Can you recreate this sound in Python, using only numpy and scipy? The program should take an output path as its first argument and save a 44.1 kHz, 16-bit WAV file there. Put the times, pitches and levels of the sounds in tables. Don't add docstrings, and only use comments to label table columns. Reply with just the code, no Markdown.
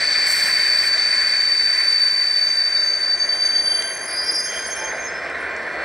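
import sys
import numpy as np
from scipy import signal
from scipy.fft import rfft, irfft, next_fast_len
from scipy.io import wavfile
from scipy.ndimage import uniform_filter1d

SR = 44100
rng = np.random.default_rng(int(sys.argv[2]) if len(sys.argv) > 2 else 0)


def generate_wav(sig):
    pcm = np.round(np.clip(np.atleast_2d(sig).T, -1, 1) * 32767).astype(np.int16)
    wavfile.write(sys.argv[1], SR, pcm)


def rack_gain(trim_db):
    fader = np.asarray(trim_db, float)
    return 10 ** (fader / 20)


N = 257544
T = np.arange(N) / SR
COARSE = T[::8]


def evened(x):
    return x / np.sqrt(np.mean(abs(x) ** 2) + 1e-20)


def read(points, hz):
    f, value = np.transpose(points)
    return np.interp(np.log(hz + 1), np.log(f + 1), value, left=value[0] - 30, right=value[-1] - 30)


def curves(rows):
    s, *columns = np.transpose(rows)
    return [np.interp(T, s, c) for c in columns]


def gate(rows, fade=0.0033):
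    since_start = T - rows[0][0] + 0.0012
    until_end = rows[-1][0] - T
    return np.clip(np.minimum(since_start, until_end) / fade, 0, 1)


def bursts(rows):
    pointed = 1.23
    power = 1e-12
    for s, db, rise, fall in rows:
        side = np.where(COARSE < s, abs(rise), abs(fall))
        swell_db = db - 20 * (abs(COARSE - s) / side) ** pointed
        power = power + rack_gain(2 * swell_db)
    return np.interp(T, COARSE, 10 * np.log10(power))


def ring(hz, width, steady=0.):
    r = np.exp(-np.pi * abs(width) * COARSE[1])
    slips = rng.standard_normal(len(COARSE)) + 1j * rng.standard_normal(len(COARSE))
    once = signal.lfilter([1], [1, -r], slips)
    swing = evened(signal.lfilter([1], [1, -r], once))
    swing = evened(swing / (abs(swing) + .25) ** np.clip(steady, 0, .9))
    carrier = np.exp(2j * np.pi * np.cumsum(hz * np.ones(N)) / SR)
    return np.sqrt(2) * np.interp(T, COARSE, swing) * carrier


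def overtones(z, second_db, third_db):
    unit = z / (abs(z) + 1e-9)
    return (z * (1 + rack_gain(second_db) * unit + rack_gain(third_db) * unit ** 2)).real


def pan(x, db):
    return rack_gain([[db / 2], [-db / 2]]) * x


def noise(colour_db, patchy_db, flicker_db):
    frames, hz = N // 256 + 5, np.fft.rfftfreq(1024, 1 / SR)
    a, b, patches = rng.standard_normal((frames, 513, 3)).T
    patches = uniform_filter1d(patches, size=10, axis=0)
    patches = evened(uniform_filter1d(patches, size=10, axis=1))
    flicker = evened(uniform_filter1d(rng.standard_normal(frames), size=4))
    level_db = colour_db(hz[:, None], np.arange(frames) * 256 / SR)
    level_db = level_db + patchy_db * patches + flicker_db * flicker
    spectra = (a + 1j * b) * rack_gain(level_db)
    return evened(signal.istft(spectra, nperseg=1024, noverlap=768)[1][:N])


def near_axles():
    # t/s, level/dB
    grips = [(0, -21.5), (.8, -19), (1.5, -19.5), (1.9, -18), (2.5, -19), (3.1, -19.5), (3.45, -17),
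             (3.76, -19.5), (3.87, -28), (3.98, -37), (4.13, -31.5), (4.26, -33.5), (4.34, -33.5),
             (4.49, -49), (4.62, -48), (4.76, -45.5)]
    # t/s, highest wheel f/Hz, drop of the receding wheels/Hz, their level/dB
    recede = [(0, 4630, 115, 6), (.7, 4645, 128, 2), (1.35, 4646, 122, 5), (1.6, 4646, 112, 0),
              (2.2, 4646, 100, 0), (2.9, 4647, 85, -1), (3.2, 4647, 72, -3), (3.7, 4648, 60, -4),
              (3.95, 4648, 50, -3), (4.1, 4648, 30, -14), (4.45, 4650, 30, -10), (4.6, 4660, 70, 6),
              (4.8, 4680, 70, 6)]
    # share of the drop, level/dB, width/Hz
    wheels = [(.45, -1, 16.2), (0.98, -3, 15.6), (0.7, -6, 28), (-0.3, -8.5, 51), (.5, -3, 137)]
    # t/s, depth/dB, half length/s
    let_go = [(0.172, 11, 0.0057), (0.49, 4, 0.043), (0.834, 20, 0.005), (0.914, 1, 0.0065),
              (0.968, 16.5, 0.0082), (1.768, 5, 0.012), (2.295, 9, 0.0053), (2.404, 7, 0.012),
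              (2.71, 4.5, 0.04), (2.992, 10, 0.02), (3.054, 10, 0.004), (3.092, 3, 0.0052),
              (3.13, 0, 0.0032), (3.169, 8.5, 0.016), (3.195, 14, 0.0098), (3.267, 13.5, 0.023),
              (3.316, 4.5, 0.017), (3.375, 7.5, 0.034), (3.415, 12.5, 0.0057), (3.448, 9.5, 0.0068),
              (3.485, 6, 0.027), (3.526, 10, 0.013), (3.574, 7, .007), (3.636, 5, 0.059),
              (3.696, 6, 0.0065), (3.731, 6, 0.015), (3.78, 6.5, 0.014), (3.826, 7, 0.025),
              (4.07, 13, 0.025), (4.304, 16, 0.041)]
    multiples = (-59, -40)
    buzz_hz = [3080, 3750, 6030, 6960, 7750, 9200, 11600, 14900, 4570]
    # width/Hz, level/dB, fading with distance/(dB/s)
    buzz_modes = [(40, -30.5, 2), (162, -25.5, 2), (160, -21.5, 3), (170, -29, 0.5), (362, -21, 4.5),
                  (275, -23.5, 0.5), (400, -38, 3), (500, -51.5, 4), (417, -4.5, 8)]

    top_hz, drop_hz, behind_db = curves(recede)
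    slip_db = sum(db * np.exp(-2 * ((COARSE - s) / half) ** 2) for s, db, half in let_go)
    grip_db = curves(grips)[0] - np.interp(T, COARSE, slip_db)
    slow_db = uniform_filter1d(grip_db, size=SR // 4)
    bend_db = np.minimum(slow_db + 16, 0)

    top = ring(top_hz, 6.4, 1.0)
    behind = sum(rack_gain(db) * ring(top_hz - share * drop_hz, width, 0.28) for share, db, width in wheels)
    z = (top + rack_gain(behind_db) * behind) / np.sqrt(1 + 3.2 * rack_gain(2 * behind_db))
    z /= (abs(z) + .2) ** .3
    squeal = overtones(z, *(db + bend_db for db in multiples))

    buzz = np.zeros(N)
    for hz, (width, db, fade_db) in zip(buzz_hz, buzz_modes):
        buzz += rack_gain(db - fade_db * T) * ring(hz, width).real
    rough = 1 + .7 * ring(0, 150) / np.sqrt(2)
    cubed = (top / (abs(top) + .3)) ** 3
    third = rack_gain(-30.5 + 1.6 * bend_db) * (cubed * rough).real
    return gate(grips) * (rack_gain(grip_db + 4.5) * squeal + rack_gain(slow_db) * (buzz + third))


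def far_wheels():
    # peak t/s, level/dB, rise/s, fall/s (both over 20 dB)
    loud_grips = [
        [(4.08, -36.5, .05, .1), (4.18, -20, 0.082, 0.1), (4.235, -23, .06, 0.029), (4.3, -13.5, 0.033, 0.022),
         (4.35, -19, 0.03, 0.16), (4.7, -32.5, 0.74, 0.027), (4.82, -40, 0.076, .07), (4.9, -50, .1, 0.35)],
        [(2.51, -39.5, 0.2, 0.11), (2.94, -41.5, 0.55, 0.28), (3.2, -38, 0.086, 0.49), (3.46, -26, 0.01, 0.02),
         (3.58, -36, 0.083, 0.029), (3.8, -37.5, 0.89, 1), (4.5, -31, 0.26, 0.49), (4.74, -26, 0.057, 0.029),
         (4.86, -29, 0.066, 0.1), (5.06, -36.5, 0.23, 0.11)],
        [(2.95, -65, 0.22, 0.37), (3.45, -39, 0.34, 0.99), (3.85, -32, 0.28, 0.53), (4.15, -27.5, 0.053, 0.04),
         (4.35, -32, 0.72, 0.13), (4.46, -34.5, 0.12, 0.3), (4.68, -35, 0.17, 0.28), (4.86, -50, 0.22, 0.096)],
        [(4.108, -37, 0.058, 0.051), (4.3, -33.5, 0.2, 0.016), (4.362, -29.5, 0.075, 0.07),
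         (4.47, -37, .08, 0.14), (4.54, -40, .08, .03)],
    ]
    faint_grips = [
        [(3.33, -46, .08, .3), (3.53, -45, 0.26, 0.36), (3.7, -39, 0.068, 0.34), (3.866, -35.5, 0.33, 0.13),
         (4.05, -49.5, .2, 0.34), (4.316, -47.5, 0.47, 0.24), (4.472, -37, 0.013, 0.39),
         (4.57, -29.5, 0.064, 0.037), (4.65, -45, .1, .1), (4.73, -38.5, 0.1, 0.088),
         (4.86, -38.5, 0.24, 0.052)],
        [(4.69, -44.5, .2, 0.45), (4.86, -46, .4, 0.033), (5.09, -35.5, 0.057, 0.03), (5.174, -36, .07, 0.045),
         (5.258, -49.5, 0.11, 0.11)],
        [(3.8, -44, 0.27, 0.32), (4.4, -48, 0.68, 0.81), (5.22, -56, .1, 0.4), (5.6, -49, 0.34, 0.27),
         (5.84, -45, 0.26, 1.1)],
        [(3.81, -56, 0.04, 1.4), (4.34, -47.5, 0.089, 0.13), (4.67, -44.5, 0.23, 0.19),
         (5.1, -63.5, 0.34, 0.46), (5.57, -65.5, 0.6, 0.2), (5.8, -65.5, .2, .5)],
        [(4.42, -46.5, .3, 0.31), (4.7, -60, .3, 0.23)],
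        [(4.822, -36, 0.06, 0.12), (4.93, -34, 0.017, 0.031)],
        [(5.15, -65.5, .2, 0.28), (5.5, -69, 0.27, 0.28), (5.8, -68, 0.27, .5)],
        [(4.13, -64, .08, .2), (4.3, -57, .2, .2), (4.52, -59, .07, .12)],
    ]
    squeal_hz = [4924, 6372, 10472, 5528, 3170, 5193, 4362, 8100, 9262, 872, 7400, 14800]
    # width/Hz, steadiness 0-1, 2nd multiple/dB, 3rd multiple/dB
    characters = [(15, 0.85, -26.5, -41.5), (20, 0.4, -34, -84), (18, 0.1, -86, -91), (22, 0.3, -56, -80),
                  (85, 0.11, -41, -16.5), (12, 1, -80, -80), (14, 0.8, -81, -94), (20, 0.4, -82, -78),
                  (25, 0.3, -80, -89), (8.1, 1, -80, -80), (25, .4, -80, -80), (350, .1, -80, -80)]
    twins = {1: (62, 26, 0.94, 32), 2: (87, 44, 1, 11.5)}
    # t/s,
    # length/s, f/Hz, level/dB
    catches = [(2.558, .042, 3880, -47), (2.71, .05, 5900, -42), (2.734, .1, 3770, -41),
               (2.743, .11, 5150, -41), (3.53, .08, 3255, -43), (4.2, .25, 15390, -63),
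               (4.23, .09, 4780, -41), (4.27, .07, 5080, -41), (4.6, .08, 4640, -46),
               (4.667, .03, 5800, -47), (4.7, .04, 5400, -47), (4.75, .06, 5470, -41),
               (4.77, .11, 6280, -33), (4.8, .22, 9920, -53), (4.865, .06, 4705, -41),
               (4.94, .04, 4820, -41), (4.95, .03, 5500, -48), (5.0, .04, 4900, -49),
               (5.4, .022, 9750, -53)]

    out = np.zeros(N)
    for k, (rows, hz, character) in enumerate(zip(loud_grips + faint_grips, squeal_hz, characters)):
        width, steady, second_db, third_db = character
        level_db = uniform_filter1d(bursts(rows), size=600)
        skirt_db = uniform_filter1d(level_db, size=5000) - level_db - 8.5
        skirt = rack_gain(skirt_db) * ring(hz, 8 * width)
        z = ring(hz, width, steady)
        if k in twins:
            low_hz, closing, db, twin_width = twins[k]
            twin_hz = hz - np.maximum(low_hz - closing * (T - 3), 0)
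            z = (z + rack_gain(db) * ring(twin_hz, twin_width, steady)) / np.sqrt(2)
        bend_db = .6 * np.minimum(level_db + 33, 0)
        out += rack_gain(level_db) * overtones(z + skirt, second_db + bend_db, third_db)

    wobble = ring(0, 35, 0.16)
    for s, length, hz, db in catches:
        at = slice(round((s - length / 3) * SR), round((s + length * 4 / 3) * SR))
        tone = (wobble[at] * np.exp(2j * np.pi * hz * T[at])).real
        out[at] += rack_gain(db) * np.hanning(len(T[at])) * tone
    return out


def rolling():
    # t/s, level/dB
    roll = [(0, -25.5), (.44, -23.5), (.83, -25), (1.2, -24.5), (1.6, -28.5), (1.74, -25.5), (2.08, -29),
            (2.62, -30.5), (3.76, -31.5), (4.06, -31.5), (4.28, -30.5), (4.38, -33.5), (4.55, -29.5),
            (4.7, -31.5), (4.91, -27.5), (5.07, -29), (5.84, -27)]
    # f/Hz, level/dB per Hz
    near_colour = [(470, -50.5), (800, -18), (989, -18.5), (1030, -10), (1190, -15), (1660, 0.5), (1840, 3),
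                   (2360, -0.5), (2480, -2.5), (2620, -11), (2870, -23), (3120, -15.5), (3400, -26),
                   (4420, -62), (7480, -120)]
    # f/Hz, level/dB per Hz
    far_colour = [(470, -2.5), (800, -23.5), (989, -6.5), (1070, -10.5), (1170, -14), (1530, 2),
                  (1650, -1.5), (2000, 2.5), (2240, -5), (2480, -9.5), (2530, -14.5), (2750, -18.5),
                  (3400, -19.5), (4420, -28), (7480, -120)]
    # f/Hz, level/dB per Hz
    wash_colour = [(2300, -18), (2800, 2.5), (4000, 11), (5500, 12), (6400, 6), (6750, -12), (7200, 4.5),
                   (9500, 1.5), (10100, -25), (10800, -32), (12300, -18), (13600, -18), (15000, -22),
                   (15800, -30)]
    hum_hz = [1056, 1574, 1772, 2396, 351, 646, 466]
    # width/Hz, level under the roar/dB
    hum_tones = [(14.2, -23.5), (9.9, -16), (11.6, -19.5), (13.8, -21.5), (13, -31.5), (13, -34.5),
                 (22, -30)]

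    def roar_colour(hz, s):
        far = np.clip((s - 2.2) / 2.06, 0, 1)
        near_db = read(near_colour, hz)
        return near_db + far * (read(far_colour, hz) - near_db)

    roar = noise(roar_colour, 0.82, 1.0)
    creep = 1 + .008 * np.maximum(T - 4.6, 0)
    hum = np.zeros(N)
    for k, (hz, (width, db)) in enumerate(zip(hum_hz, hum_tones)):
        pitch = hz * creep if k == 0 else hz
        hum += rack_gain(db + 3) * ring(pitch, width, 0.39).real
    wash = noise(lambda hz, s: read(wash_colour, hz), 2.2, 0.93)
    hum_db = -7 + 3 * np.minimum(T, 3.54)
    wash_db = -7 - 2.5 * T
    return rack_gain(curves(roll)[0]) * (roar + rack_gain(hum_db) * hum + rack_gain(wash_db) * wash)


def engine():
    # t/s, body level/dB
    body_level = [(0, -38), (.41, -39.5), (1.41, -42), (2.1, -44.5), (2.8, -42), (3.67, -37.5), (4.02, -37.5),
                  (4.5, -37.5), (5.0, -33.5), (5.56, -34), (5.84, -32)]
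    # f/Hz, level/dB per Hz
    body_colour = [(120, -61), (200, -16), (366, -2), (411, -4.5), (470, -4), (637, 3.5), (781, -3),
                   (988, -10.5), (1070, -7.5), (1300, -6.5), (1690, -34), (2860, -120)]
    # f/Hz, level/dB per Hz
    rumble_colour = [(22, -15), (40, -17), (52, -19), (90, -9), (130, -10.5), (200, -5), (260, -9),
                     (500, -40), (900, -70.5)]

    body_db = curves(body_level)[0]
    rumble_db = -50 + (body_db + 40) - 1.5 * T
    throb_db = -61.5 + 1.3 * (body_db + 39)
    firing_hz = 9.1
    turns = firing_hz * T + .32 + 0.066 * ring(0, 1.2).real
    beat = np.exp(0.18 * np.cos(2 * np.pi * turns))
    body = noise(lambda hz, s: read(body_colour, hz), 0.69, 0.96) * beat ** 0.16
    rumble = noise(lambda hz, s: read(rumble_colour, hz), 0.85, .4)
    throb = evened(beat ** 2.5 * ring(69, 6.2, 0.66).real)
    return rack_gain(body_db) * body + rack_gain(rumble_db) * rumble + rack_gain(throb_db) * throb


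def air_valve():
    # peak t/s, level/dB, rise/s, fall/s (both over 20 dB)
    spits = [
        (.27, -38.5, 0.013, 0.38),
        (.322, -38, 0.06, .05),
        (.4, -46.5, .2, .3),
        (.5, -44.5, .3, 0.023),
        (.7, -51.5, 0.76, 0.46),
        (.87, -43.5, 0.12, .12),
        (.12, -62, .1, .3),
    ]
    # f/Hz, level/dB per Hz
    hiss_colour = [(1500, -20), (4000, 11.5), (5500, 16), (6700, 8), (8000, 19.5), (9600, 12), (10300, 3.5),
                   (12000, 4), (15000, 6), (16000, -18)]

    sputter = rack_gain(1.8 * evened(uniform_filter1d(rng.standard_normal(N), size=150)))
    shutting = np.clip((0.92 - T) / 0.044, 0, 1)
    hiss = noise(lambda hz, s: read(hiss_colour, hz), 1.3, 0.61)
    return rack_gain(bursts(spits) + 9.5) * shutting * sputter * hiss


def ticks():
    # t/s, peak level/dB, f/Hz, left-right/dB
    knocks = [
        (3.235, -38, 7560, -2),
        (3.497, -34, 4270, -4),
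        (3.8238, -14, 7100, 0),
        (3.823, -20, 4040, -18.5),
        (3.98, -31, 3800, -2),
        (4.31, -32, 3800, -18),
        (5.3, -32, 8000, -10),
        (5.565, -26, 6000, -3),
    ]
    out, t = np.zeros((2, N)), T[:400]
    for s, db, hz, pan_db in knocks:
        burst = np.exp(-((t * hz - 2.2) / 1.1) ** 2) * np.sin(2 * np.pi * hz * t)
        dull = np.convolve(rng.standard_normal(len(t)), np.hanning(9) / 4, "same")
        puff = rack_gain(-6.0 - 60 * t / .012) * dull
        start = round(s * SR)
        out[:, start:start + len(t)] += pan(rack_gain(db) * (burst + puff), pan_db)
    return out


def still_air():
    return rack_gain(-66.5) * noise(lambda hz, s: -6 * np.maximum(hz - 12500, 0) / 2500, .8, .5)


def ports(x):
    # f/Hz, likeness 0-1, left lag/rad, left-right/dB
    differences = [(150, 1, -.03, 0), (400, .99, -.2, -1), (650, .975, -.26, -1.2), (900, .975, -.3, -1.3),
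                   (1650, 1, 0, 0), (2400, .98, .5, -.7), (3150, .88, .88, -1), (3700, .86, -.05, 3.5),
                   (4500, .985, -.55, 2.2), (5600, .99, -.03, 0), (6400, .8, .46, -2), (7500, .93, 0, -1),
                   (8500, .6, .3, -7), (9300, .92, -.35, -2), (10450, .55, .3, -.5), (11300, 1, 0, 0)]
    size = next_fast_len(N + SR // 2)
    hz = np.fft.rfftfreq(size, 1 / SR)
    port_hz, *columns = np.transpose(differences)
    like, lag, lean_db = (np.interp(hz, port_hz, c) for c in columns)
    taps = rfft(rng.standard_normal(5000) * rack_gain(-60 * T[:5000] / 0.26), size)
    direct = rfft(x, size)
    scatter = direct * taps / abs(taps)
    apart = np.arccos(np.clip(like, 0, 1)) / 2
    tilt = rack_gain(lean_db / 2) * np.exp(-.5j * lag)
    left = (np.cos(apart) * direct + np.sin(apart) * scatter) * tilt
    right = (np.cos(apart) * direct - np.sin(apart) * scatter) / tilt
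    return irfft([left, right], size)[:, :N]


def mute_faint(x):
    hz, s, z = signal.stft(x, SR, nperseg=2048, noverlap=1536)
    z = np.where(hz[:, None] > 10700, z.mean(0), z)
    middle = abs(z[:, :1024].mean(0)) ** 2
    power = middle.reshape(64, 16, -1).mean(1) * 2048 / 1.5
    waver = evened(uniform_filter1d(rng.standard_normal(power.shape), size=4, axis=1))
    mask_db = np.where(s < 4.94, -55.5, -67.5) + 2.2 * waver
    loud = uniform_filter1d(power, size=3, axis=1) > rack_gain(2 * mask_db)
    keep = np.repeat(loud, 16, axis=0) | (hz[:1024, None] < 9950)
    z = z * np.vstack([keep, keep[-1:]])
    return signal.istft(z, SR, nperseg=2048, noverlap=1536)[1][:, :N]


def scene():
    train = near_axles() + far_wheels() + rolling() + engine() + air_valve()
    return ports(train + still_air()) + ticks()


def band_limit(x):
    return signal.sosfilt(signal.butter(12, 15750, fs=SR, output="sos"), x)


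def record(dry):
    limited = 0.95 * np.tanh(dry / 1.015)
    return band_limit(mute_faint(limited))


dry = scene()
out = record(dry)
generate_wav(out)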